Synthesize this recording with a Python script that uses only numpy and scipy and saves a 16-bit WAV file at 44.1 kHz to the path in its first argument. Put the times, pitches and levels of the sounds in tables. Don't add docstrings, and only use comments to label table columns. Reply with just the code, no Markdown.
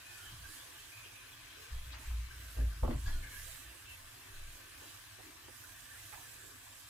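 import sys
import numpy as np
from scipy import signal
from scipy.fft import rfft, irfft, next_fast_len
from scipy.io import wavfile
from scipy.ndimage import uniform_filter1d

SR = 44100
rng = np.random.default_rng(int(sys.argv[2]) if len(sys.argv) > 2 else 0)


def amp(db):
    return 10 ** (np.asarray(db, float) / 20)


def write(x):
    x = np.atleast_2d(x).T
    wavfile.write(sys.argv[1], SR, np.round(np.clip(x, -1, 1) * 32767).astype(np.int16))


N = 304113
TIME = np.arange(N) / SR
PADDED = next_fast_len(N)
FREQ = np.maximum(np.fft.rfftfreq(PADDED, 1 / SR), 1)


def on_log(table, column=1):
    table = np.array(table)
    return np.interp(np.log(FREQ), np.log(table[:, 0]), table[:, column])


def unit(x):
    return x / np.sqrt(np.mean(x ** 2))


def ring(hz, width_hz):
    return 1 / (1 + 1j * (FREQ - hz ** 2 / FREQ) / width_hz)


def through(x, response):
    return irfft(rfft(x, PADDED) * response, PADDED)[..., :N]


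def walk(rate_hz):
    hold = int(SR / rate_hz)
    steps = np.repeat(rng.standard_normal(N // hold + 1), hold)
    return 1.5 * uniform_filter1d(uniform_filter1d(steps, hold), hold)[:N]


def stroke(start_s, length_s, rise, fall):
    age = np.clip(TIME - start_s, 0, None) / length_s
    return (1 - np.exp(-age / rise)) * np.exp(-age ** fall)


def crackle(rate_hz, spread_db):
    size = amp(spread_db * np.minimum(rng.exponential(size=N), 3))
    return (rng.random(N) < rate_hz / SR) * np.sign(rng.standard_normal(N)) * size


def ports(direct, diffuse):
    # freq_hz, likeness_0_to_1, right_lead_rad
    port_link = [(30, 0.92, 0), (110, 0.91, 0), (166, 0.24, -1), (280, 1, .5), (426, 0.66, 1.03),
                 (614, 0.24, 4.5), (802, 0.83, 4), (956, 0.5, 7.5), (1650, 0.73, 6.5), (2000, 0.08, 7),
                 (2490, 0, 9), (3210, 0.63, 6.5), (4970, 0, 10), (15700, 0.6, -5)]
    alike = np.clip(on_log(port_link), 0, 1)
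    lead = np.exp(1j * on_log(port_link, column=2))
    right = through(direct, alike * lead) + through(diffuse, np.sqrt(1 - alike ** 2))
    return np.array([direct, right])


def simmer():
    # freq_hz, density_db_per_hz
    left_hiss = [(30, 1), (70, 2), (105, 8), (190, -15), (310, -7.5), (450, -13), (800, -9.5), (1150, -3.5),
                 (1650, -3.5), (2100, -2.5), (3000, -4.5), (6000, -9), (10000, -19.5), (15500, -28)]
    # freq_hz, density_db_per_hz
    right_hiss = [(30, 6), (70, 1), (105, 7.5), (200, -18.5), (310, -7.5), (450, -13), (650, -8),
                  (1350, -12), (1650, -10.5), (2000, -11.5), (2600, -4.5), (5200, -10.5), (8500, -6),
                  (15000, -9.5), (15900, -25)]
    # freq_hz, width_hz, left_db, right_db
    pan_modes = [(263.5, 33, -3, 3), (328, 17, -13, -8), (515, 19, 2, -0.5), (706, 87, -15, -4),
                 (1023, 12.6, 5, -12), (1157, 75, -14.5, 5.5), (1516, 24, -2, 6), (1587, 31, 1, 7.5),
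                 (1720, 44, 2.5, -5), (1835, 29, -4.5, -7), (2390, 56, -12, -12), (2660, 50, -20, -4),
                 (3184, 61, -24, -12), (3970, 78, -1.5, -14), (7700, 260, -2, -9.5)]
    # time_s, vigour_db, extra_steam_db, left_minus_right_db
    boil_course = [(0, 0.5, 0, 0.5), (.8, 0.5, 1, -1.5), (1.2, 0, -1.5, 0), (2.2, 0.5, -1.5, .5),
                   (3.1, -1, 0, -1), (3.6, -0.5, -0.5, -1.5), (4.15, -1.5, 1, 0), (4.7, 0, -0.5, -0.5),
                   (5.3, -1.5, .5, 1.5), (5.6, -4, 0.5, -1), (6.1, 0, 2.5, -0.5), (6.6, -4, 1.5, 1),
                   (6.9, -1.5, 1, 0)]
    # start_s, length_s, surge_db
    steam_surges = [(0.096, 0.22, 2), (.44, 0.19, 3.5), (.64, 0.34, 0), (1.59, .1, 2.5), (1.98, 0.15, 2.5),
                    (2.382, 0.22, 3), (2.705, 0.12, 0.5), (2.96, 0.36, 3), (3.29, 0.34, 7),
                    (3.886, 0.054, 2), (4.49, 0.12, 2), (4.767, 0.24, 2.5), (5.184, 0.13, 1.5),
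                    (5.463, 0.42, 4), (5.86, 1, 2), (6.805, 0.19, 0)]

    time_s, *controls = np.transpose(boil_course)
    boil_db, steam_db, turn_db = (np.interp(TIME, time_s, db) for db in controls)
    surge_db = sum(db * stroke(start_s, length_s, rise=0.16, fall=3.7)
                   for start_s, length_s, db in steam_surges)
    follow_boil, follow_surge = (0.66, 0.89, 0.68), (0.23, 0.42, 1.12)
    swing_db = [a * boil_db + b * surge_db for a, b in zip(follow_boil, follow_surge)]
    swing_db[2] += steam_db
    pan_db = turn_db - 0.25 * surge_db

    pair = ports(*(rng.standard_normal(N) + 0.46 * unit(crackle(1600, spread_db=5.0)) for _ in range(2)))
    rings = 1 + sum(amp(np.array([[left_db], [right_db]])) * np.abs(ring(hz, width_hz)) ** 2
                    for hz, width_hz, left_db, right_db in pan_modes)
    spectra = rfft(pair, PADDED) * amp(np.array([on_log(left_hiss), on_log(right_hiss)])) * rings

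    out, gust = 0, walk(30)
    for step in range(28):
        hz = 31.25 * 2 ** (step / 3)
        window = np.cos(np.pi / 2 * np.clip(3 * np.log2(FREQ / hz), -1, 1)) ** 2
        band = irfft(spectra * window, PADDED)[:, :N]
        weights = [np.interp(np.log(hz), np.log([500, 1500, 3200, 8000]), row) for row in np.eye(4)[1:]]
        flicker_db = np.interp(np.log(hz), np.log([100, 400, 2500, 9000]), [1.54, 3.23, 0.53, 0.57])
        level_db = np.dot(weights, swing_db) + 0.4 * weights[2] * gust + flicker_db * walk(14)
        out = out + band * amp(level_db + sum(weights) * np.array([pan_db, -pan_db]) / 2)
    return unit(out) * amp(-53.5)


def spoon():
    # start_s, level_db, ring_hz, length_s, left_minus_right_db
    knock_events = [(.09, -69, 350, 0.04, -20), (.486, -59, 300, 0.026, -1), (1.047, -63.5, 380, 0.037, 5),
                    (1.56, -62, 440, 0.13, -1), (1.984, -58, 284, 0.039, 0), (2.296, -56.5, 1600, 0.076, 6),
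                    (2.6, -54, 1640, 0.025, 4), (2.7, -57, 1540, 0.072, 6), (3.227, -59.5, 2140, 0.044, 10),
                    (3.328, -65.5, 1900, 0.25, 16), (3.47, -64.5, 670, 0.056, -9),
                    (5.227, -59.5, 317, 0.11, 1), (5.476, -62.5, 325, 0.03, 1), (0.94, -60, 2520, .3, -8),
                    (3.2, -59, 1650, 0.27, 8), (5.63, -59.5, 1520, 0.065, 5), (5.74, -66.5, 1560, .15, 7),
                    (6.4, -62, 1600, .1, 5), (6.122, -55.5, 820, 0.019, -12),
                    (6.141, -57.5, 796, 0.051, -10.5), (6.135, -58, 1170, 0.022, -10),
                    (6.17, -63, 915, 0.042, -12), (6.42, -65.5, 395, 0.093, -9),
                    (6.508, -72, 287, 0.081, 0), (4.9, -83, 7650, 0.42, -10), (5.9, -83, 7700, 0.32, -8),
                    (6.4, -73.5, 7650, 1.2, -12), (.1, -65, 3180, .7, -2), (6.2, -68, 7600, 0.69, -9.5),
                    (3.2, -65, 2150, 0.32, 3), (3.045, -61, 4120, 0.24, -2), (3.06, -62, 4570, .04, 0),
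                    (3.06, -64, 3300, .045, 0)]
    # start_s, level_db, centre_hz, length_s, left_minus_right_db
    scrape_events = [(1.04, -61, 2780, 0.034, -4), (1.918, -50, 3800, 0.025, 2),
                     (1.929, -51.5, 1100, 0.048, 3), (1.96, -59.5, 1525, 0.15, 2),
                     (2.042, -59, 2170, 0.077, 10), (2.1, -57.5, 1070, 0.053, 6),
                     (2.836, -61, 1500, 0.025, 5), (2.9, -58, 1540, 0.036, 8),
                     (3.055, -52.5, 3360, 0.049, -1), (3.062, -54.5, 1650, 0.074, 10),
                     (3.066, -49.5, 938, 0.044, -1), (4.816, -57, 497, 0.046, -3),
                     (5.184, -63.5, 460, 0.036, -21), (5.478, -60.5, 496, 0.027, -11),
                     (6.124, -55, 1380, 0.017, -8), (6.139, -59, 1500, 0.019, -4),
                     (2.845, -63, 1700, 0.011, 3), (2.925, -66, 1600, .03, 1), (1.935, -54, 1900, .03, 2),
                     (2.906, -59, 1300, 0.011, 3), (2.875, -48, 900, .008, 0), (3.85, -62, 3130, .09, -2),
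                     (2.9, -58, 1690, 0.025, 2), (6.123, -62, 1900, 0.023, -1), (6.123, -58, 650, .03, -3),
                     (6.127, -54, 1300, .007, -6), (3.06, -57, 4600, .04, 0), (3.065, -57, 2500, .04, 3),
                     (5.483, -58, 500, .012, -3), (1.38, -63, 2550, .3, -2)]

    out = np.zeros((2, N))
    rub = ports(*(rng.standard_normal(N) + .5 * unit(crackle(1200, spread_db=11.0)) for _ in range(2)))
    for table, spread in ((knock_events, 6.2), (scrape_events, 27.5)):
        for start_s, level_db, hz, length_s, pan_db in table:
            near = slice(int(start_s * SR), int((start_s + 2 * length_s + .05) * SR))
            b, a = signal.iirpeak(hz, np.sqrt(hz) / spread, fs=SR)
            tone = signal.lfilter(b, a, signal.lfilter(b, a, rub[:, near]))
            gain = amp(level_db + np.array([[pan_db], [-pan_db]]) / 2)
            out[:, near] += unit(tone) * stroke(start_s, length_s, rise=0.12, fall=1.34)[near] * gain
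    return out


def singing():
    # start_s, length_s, first_hz, last_hz,
    # level_db
    singing_strands = [(.095, 0.06, 3230, 3200, -60), (0.2, 0.143, 3150, 3000, -58.5),
                       (0.047, 0.14, 2500, 2500, -57), (0.55, 0.043, 3170, 3180, -58),
                       (.6, 0.08, 2800, 3170, -62), (0.57, 0.1, 3240, 3700, -64), (0.07, .11, 1530, 1480, -60),
                       (.07, 0.28, 1760, 1730, -63), (0.4, 0.05, 1650, 1500, -60),
                       (0.43, 0.065, 1570, 1570, -52), (0.47, 0.1, 1600, 1800, -63),
                       (.5, 0.1, 1900, 1500, -65), (0.795, .03, 2640, 2640, -56.5),
                       (0.915, 0.096, 2460, 2450, -55), (1.045, 0.035, 3300, 2200, -54),
                       (0.36, .17, 3170, 2300, -72), (.17, 0.097, 1440, 1430, -60.5),
                       (1.13, 0.082, 2420, 2450, -54), (1.45, 0.25, 2700, 2420, -65),
                       (1.74, 0.16, 3350, 3335, -63.5), (1.88, 0.185, 2500, 2720, -60),
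                       (2.2, .22, 2300, 2200, -60.5), (1.9, .08, 2640, 3000, -62),
                       (3.1, 0.086, 3600, 2900, -61), (2.38, 0.081, 3150, 2500, -60),
                       (3.862, 0.062, 2680, 2720, -56), (3.893, 0.045, 2750, 2650, -49),
                       (3.87, .09, 3050, 3050, -62), (3.5, 0.31, 2500, 2850, -64),
                       (4.2, 0.23, 2580, 2700, -64), (4.6, 0.41, 1740, 1740, -64),
                       (5.33, 0.33, 1720, 1900, -65.5), (5.7, 0.394, 1780, 1740, -67),
                       (6.225, 0.055, 1740, 1680, -57), (6.302, 0.346, 1740, 1700, -63),
                       (3.055, 0.088, 1660, 1720, -49), (3.06, 0.15, 1474, 1443, -56),
                    (3.123, .05, 1706, 1620, -60), (3.212, 0.099, 1770, 1720, -53.5),
                    (3.232, 0.077, 1540, 1530, -60), (3.287, 0.076, 1773, 1757, -56.5),
                    (3.325, 0.066, 1586, 1624, -54), (3.346, 0.088, 1710, 1775, -52),
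                    (3.422, 0.205, 1790, 1750, -61.5), (3.423, .08, 1620, 1620, -61),
                    (3.07, 0.044, 1894, 1890, -59), (3.3, 0.075, 2210, 2200, -57),
                    (3.387, 0.082, 2000, 1960, -63), (3.646, 0.062, 1790, 1765, -58),
                    (3.717, .18, 1674, 1624, -63.5),
                       (.265, .04, 3200, 3280, -60), (.735, 0.033, 3100, 3120, -57),
                       (.78, .03, 3130, 3110, -59), (.09, .025, 1790, 1800, -60),
                       (.22, .05, 1400, 1440, -61), (.26, 0.027, 1755, 1720, -57),
                       (.965, 0.031, 2600, 2520, -55), (1.02, .06, 2420, 2380, -56),
                       (1.03, .05, 2780, 2800, -61), (1.21, .04, 2390, 2430, -57),
                       (1.28, .02, 2380, 2300, -60), (1.325, .03, 3380, 3350, -61),
                       (3.225, .06, 2140, 2200, -60), (3.42, .05, 2040, 1950, -64),
                       (3.52, .04, 2190, 2180, -61), (3.76, .04, 2570, 2560, -59),
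                       (3.78, .04, 2700, 2700, -60), (5.575, .025, 1120, 1140, -65),
                       (5.645, .025, 1800, 1790, -61), (5.69, .04, 1650, 1680, -62),
                       (5.76, .03, 1800, 1850, -61), (5.85, .03, 1820, 1770, -60),
                       (5.885, 0.046, 1163, 1130, -62), (5.9, .04, 1817, 1750, -58),
                       (5.89, .035, 1570, 1520, -61), (5.935, 0.032, 1680, 1600, -54),
                       (5.955, .025, 1850, 1780, -57), (5.95, .03, 1400, 1380, -60),
                       (5.98, .04, 2070, 2050, -60), (6.03, .025, 1500, 1500, -62),
                       (6.127, 0.032, 1270, 1270, -60), (6.125, .03, 1620, 1630, -63),
                       (6.135, 0.022, 1900, 1950, -65)]

    in_phase, quadrature = (
        unit(uniform_filter1d(uniform_filter1d(rng.standard_normal(N), 320), 200)) for _ in range(2))
    in_phase = in_phase + .9
    grain = amp(2.2 * walk(70))
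    even = grain / (in_phase ** 2 + quadrature ** 2 + .1) ** .3
    wander = 1 + .003 * walk(30)

    out = np.zeros((2, N))
    strands = singing_strands
    for k, (start_s, length_s, first_hz, last_hz, level_db) in enumerate(strands):
        near = np.arange(int(start_s * SR), min(int((start_s + 2 * length_s) * SR), N))
        own = (near + 9973 * k + np.array([[0], [4999]])) % N
        glide_hz = np.interp(TIME[near], [start_s, start_s + length_s], [first_hz, last_hz])
        phase = 2 * np.pi * np.cumsum(glide_hz * wander[own[0]]) / SR + np.array([[0], [np.pi / 2]])
        tone = (in_phase[own] * np.cos(phase) + quadrature[own] * np.sin(phase)) * even[own]
        out[:, near] += amp(level_db) * stroke(start_s, length_s, rise=0.15, fall=2.06)[near] * tone
    return ports(*out)


def even_noise(hz, width_hz):
    z = signal.hilbert(through(rng.standard_normal(N), ring(hz, width_hz) ** 2))
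    return unit(through((z / np.abs(z)).real, ring(hz, 2.0 * width_hz) ** 2))


def bumps():
    # start_s, length_s, room_tone_hz, tone_db, thud_db
    bump_events = [(0.237, 0.095, 57.5, -59, -67), (0.313, 0.049, 57.4, -64, -48.5),
                   (0.375, 0.11, 57.3, -54.5, -54), (1.708, 0.075, 62.5, -38, -56),
                   (1.787, 0.22, 58.7, -47, -54.5), (2.058, .19, 57.7, -34, -51.5),
                   (2.276, 0.32, 58.5, -48.5, -55.5), (2.563, 0.14, 56.8, -27.5, -44.5),
                   (2.709, 0.2, 55.5, -43.5, -54), (2.824, 0.03, 54.7, -25, -37.5),
                   (2.854, 0.054, 54.5, -39, -38), (2.922, 0.049, 54.6, -31, -36.5),
                   (2.962, 0.081, 54, -39.5, -46), (3.034, 0.08, 54.14, -37, -41.5),
                   (3.122, 0.087, 54.6, -40, -48), (3.198, .11, 54.2, -50, -53.5),
                   (3.316, 0.22, 52.8, -54, -56.5), (3.647, 0.078, 56.1, -51.5, -62),
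                   (3.824, 0.19, 55.8, -62, -61.5), (4.045, 0.049, 60, -66, -71),
                   (4.285, 0.067, 60.1, -59, -71.5), (4.386, 0.093, 57.4, -52.5, -60.5),
                   (4.472, .11, 60, -64, -60)]
    # start_s, length_s, level_db
    air_shoves = [(.24, .15, -58), (0.442, 0.079, -55), (1.706, 0.11, -37), (2.042, 0.09, -40.5),
                  (2.2, 0.17, -53), (2.564, 0.16, -48), (2.818, 0.12, -33), (3.055, 0.058, -29.5),
                  (3.105, 0.081, -30.5), (3.187, 0.059, -44), (3.297, 0.23, -50), (3.983, 0.11, -56.5),
                  (4.306, 0.2, -43)]

    shove, thud = even_noise(17.35, 10.0), even_noise(84.1, 47.3)
    start_s, length_s, hz, tone_db, thud_db = np.transpose(bump_events)
    swells = np.array([stroke(s, length, rise=0.22, fall=3.6) for s, length in zip(start_s, length_s)])
    pitch_hz = np.interp(TIME, start_s + length_s / 2, hz) * (1 + 0.031 * walk(29.9))
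    phase = 2 * np.pi * np.cumsum(pitch_hz) / SR
    tones = -np.sqrt(2) * np.sin(phase - phase[(start_s * SR).astype(int), None])
    push = sum(amp(db) * stroke(s, length, rise=0.17, fall=2.6) for s, length, db in air_shoves)
    return amp(tone_db) @ (swells * tones) + amp(thud_db) @ swells ** 0.93 * thud + push * shove


def modes(table):
    return sum((-1) ** k * amp(db) * ring(hz, width_hz) for k, (hz, width_hz, db) in enumerate(table))


def rattle():
    # start_s, length_s, rattle_db, brightness_db
    shake_events = [
        (2.561, 0.082, -49.5, 0),
        (2.826, 0.038, -42, 4),
        (2.876, 0.013, -45.5, 0.5),
        (2.877, 0.066, -41.5, -2),
        (2.932, 0.058, -58, -5),
        (3.057, 0.049, -61, -18),
        (3.125, 0.19, -62.5, -23),
    ]
    # time_s, over_chatter_db
    clack_events = [
        (2.832, 26),
        (2.845, 19),
        (2.877, 30),
        (2.908, 21.5),
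    ]
    # freq_hz, width_hz, level_db
    shelf_modes = [(136.4, 9.8, 3), (160.4, 13, -2.5), (236.4, 18, 3), (270.7, 20, 0), (324, 15, -3.5),
                   (362, 29, -6.5), (400, 25, -7), (474, 19, -13), (520, 47, 0), (604, 22, 1),
                   (706, 78, -1), (860, 76, -6.5), (1070, 140, -6), (1251, 280, -17.5)]

    start_s, length_s, low_db, bright_db = np.transpose(shake_events)
    shakes = np.array([stroke(s, length, rise=0.046, fall=2.9) for s, length in zip(start_s, length_s)])
    low = modes(shelf_modes[:7]) * amp(23.5)
    high = modes(shelf_modes[7:11]) * ring(540, 700) * amp(19.5)
    top = modes(shelf_modes[11:]) * ring(1400, 1100) * amp(19.0)
    high_db = low_db + bright_db
    top_db = high_db + 1.6 * (low_db - low_db.max())

    clacks = np.zeros(N)
    for time_s, db in clack_events:
        clacks[int(time_s * SR)] = -amp(db)
    paths = []
    for _ in range(2):
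        chatter = unit(crackle(4000, spread_db=2.0)) + clacks
        body = through(amp(low_db) @ shakes * chatter, low)
        edge = through(amp(high_db) @ shakes * chatter, high)
        clink = through(amp(top_db) @ shakes ** 0.65 * chatter, top)
        paths.append(body + edge + clink)
    left, right = ports(*paths)
    return np.array([amp(1.0) * through(left, 1 - 0.5 * ring(680, 300)), right])


def scene():
    boom = bumps()
    booms = np.array([np.roll(boom, 5), boom])
    return simmer() + spoon() + singing() + booms + rattle()


def patchy(x, depth_db, above_hz, mood_db):
    # freq_hz, bar_db
    mute_bar = [(3200, -13), (4500, -8.5), (7500, -4.5), (15500, -4)]
    # freq_hz, extra_db
    dull_extra = [(6000, 0), (10000, 1.5), (13500, 4), (15500, 11)]

    hz, _, z = signal.stft(x, SR, nperseg=2048)
    field = uniform_filter1d(uniform_filter1d(rng.standard_normal(z.shape), size=9, axis=1), size=2, axis=2)
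    z = z * amp(depth_db * field / field.std() * np.clip(hz / above_hz, 0, 1)[:, None])
    size = np.sqrt(uniform_filter1d(np.abs(z) ** 2, size=6, axis=1))
    usual = uniform_filter1d(uniform_filter1d(size, size=24, axis=1), size=5, axis=2)
    bright_db = np.interp(hz, *np.transpose(mute_bar), left=-60)
    dull_db = bright_db + np.interp(hz, *np.transpose(dull_extra))
    mood = mood_db * rng.standard_normal(z[:, :1].shape)
    bar_db = np.array([dull_db, bright_db])[:, :, None] + mood
    return signal.istft(z * (size > usual * amp(bar_db)), SR, nperseg=2048)[1][:, :N]


def top_cut(x):
    return signal.sosfilt(signal.butter(12, 15730, fs=SR, output="sos"), x)


def record(dry):
    mottled = patchy(dry, depth_db=2.5, above_hz=3000, mood_db=.8)
    low_cut = 1 / (1 + 12 / (1j * FREQ)) ** 2
    return top_cut(through(mottled, low_cut))


dry = scene()
out = record(dry)
write(out)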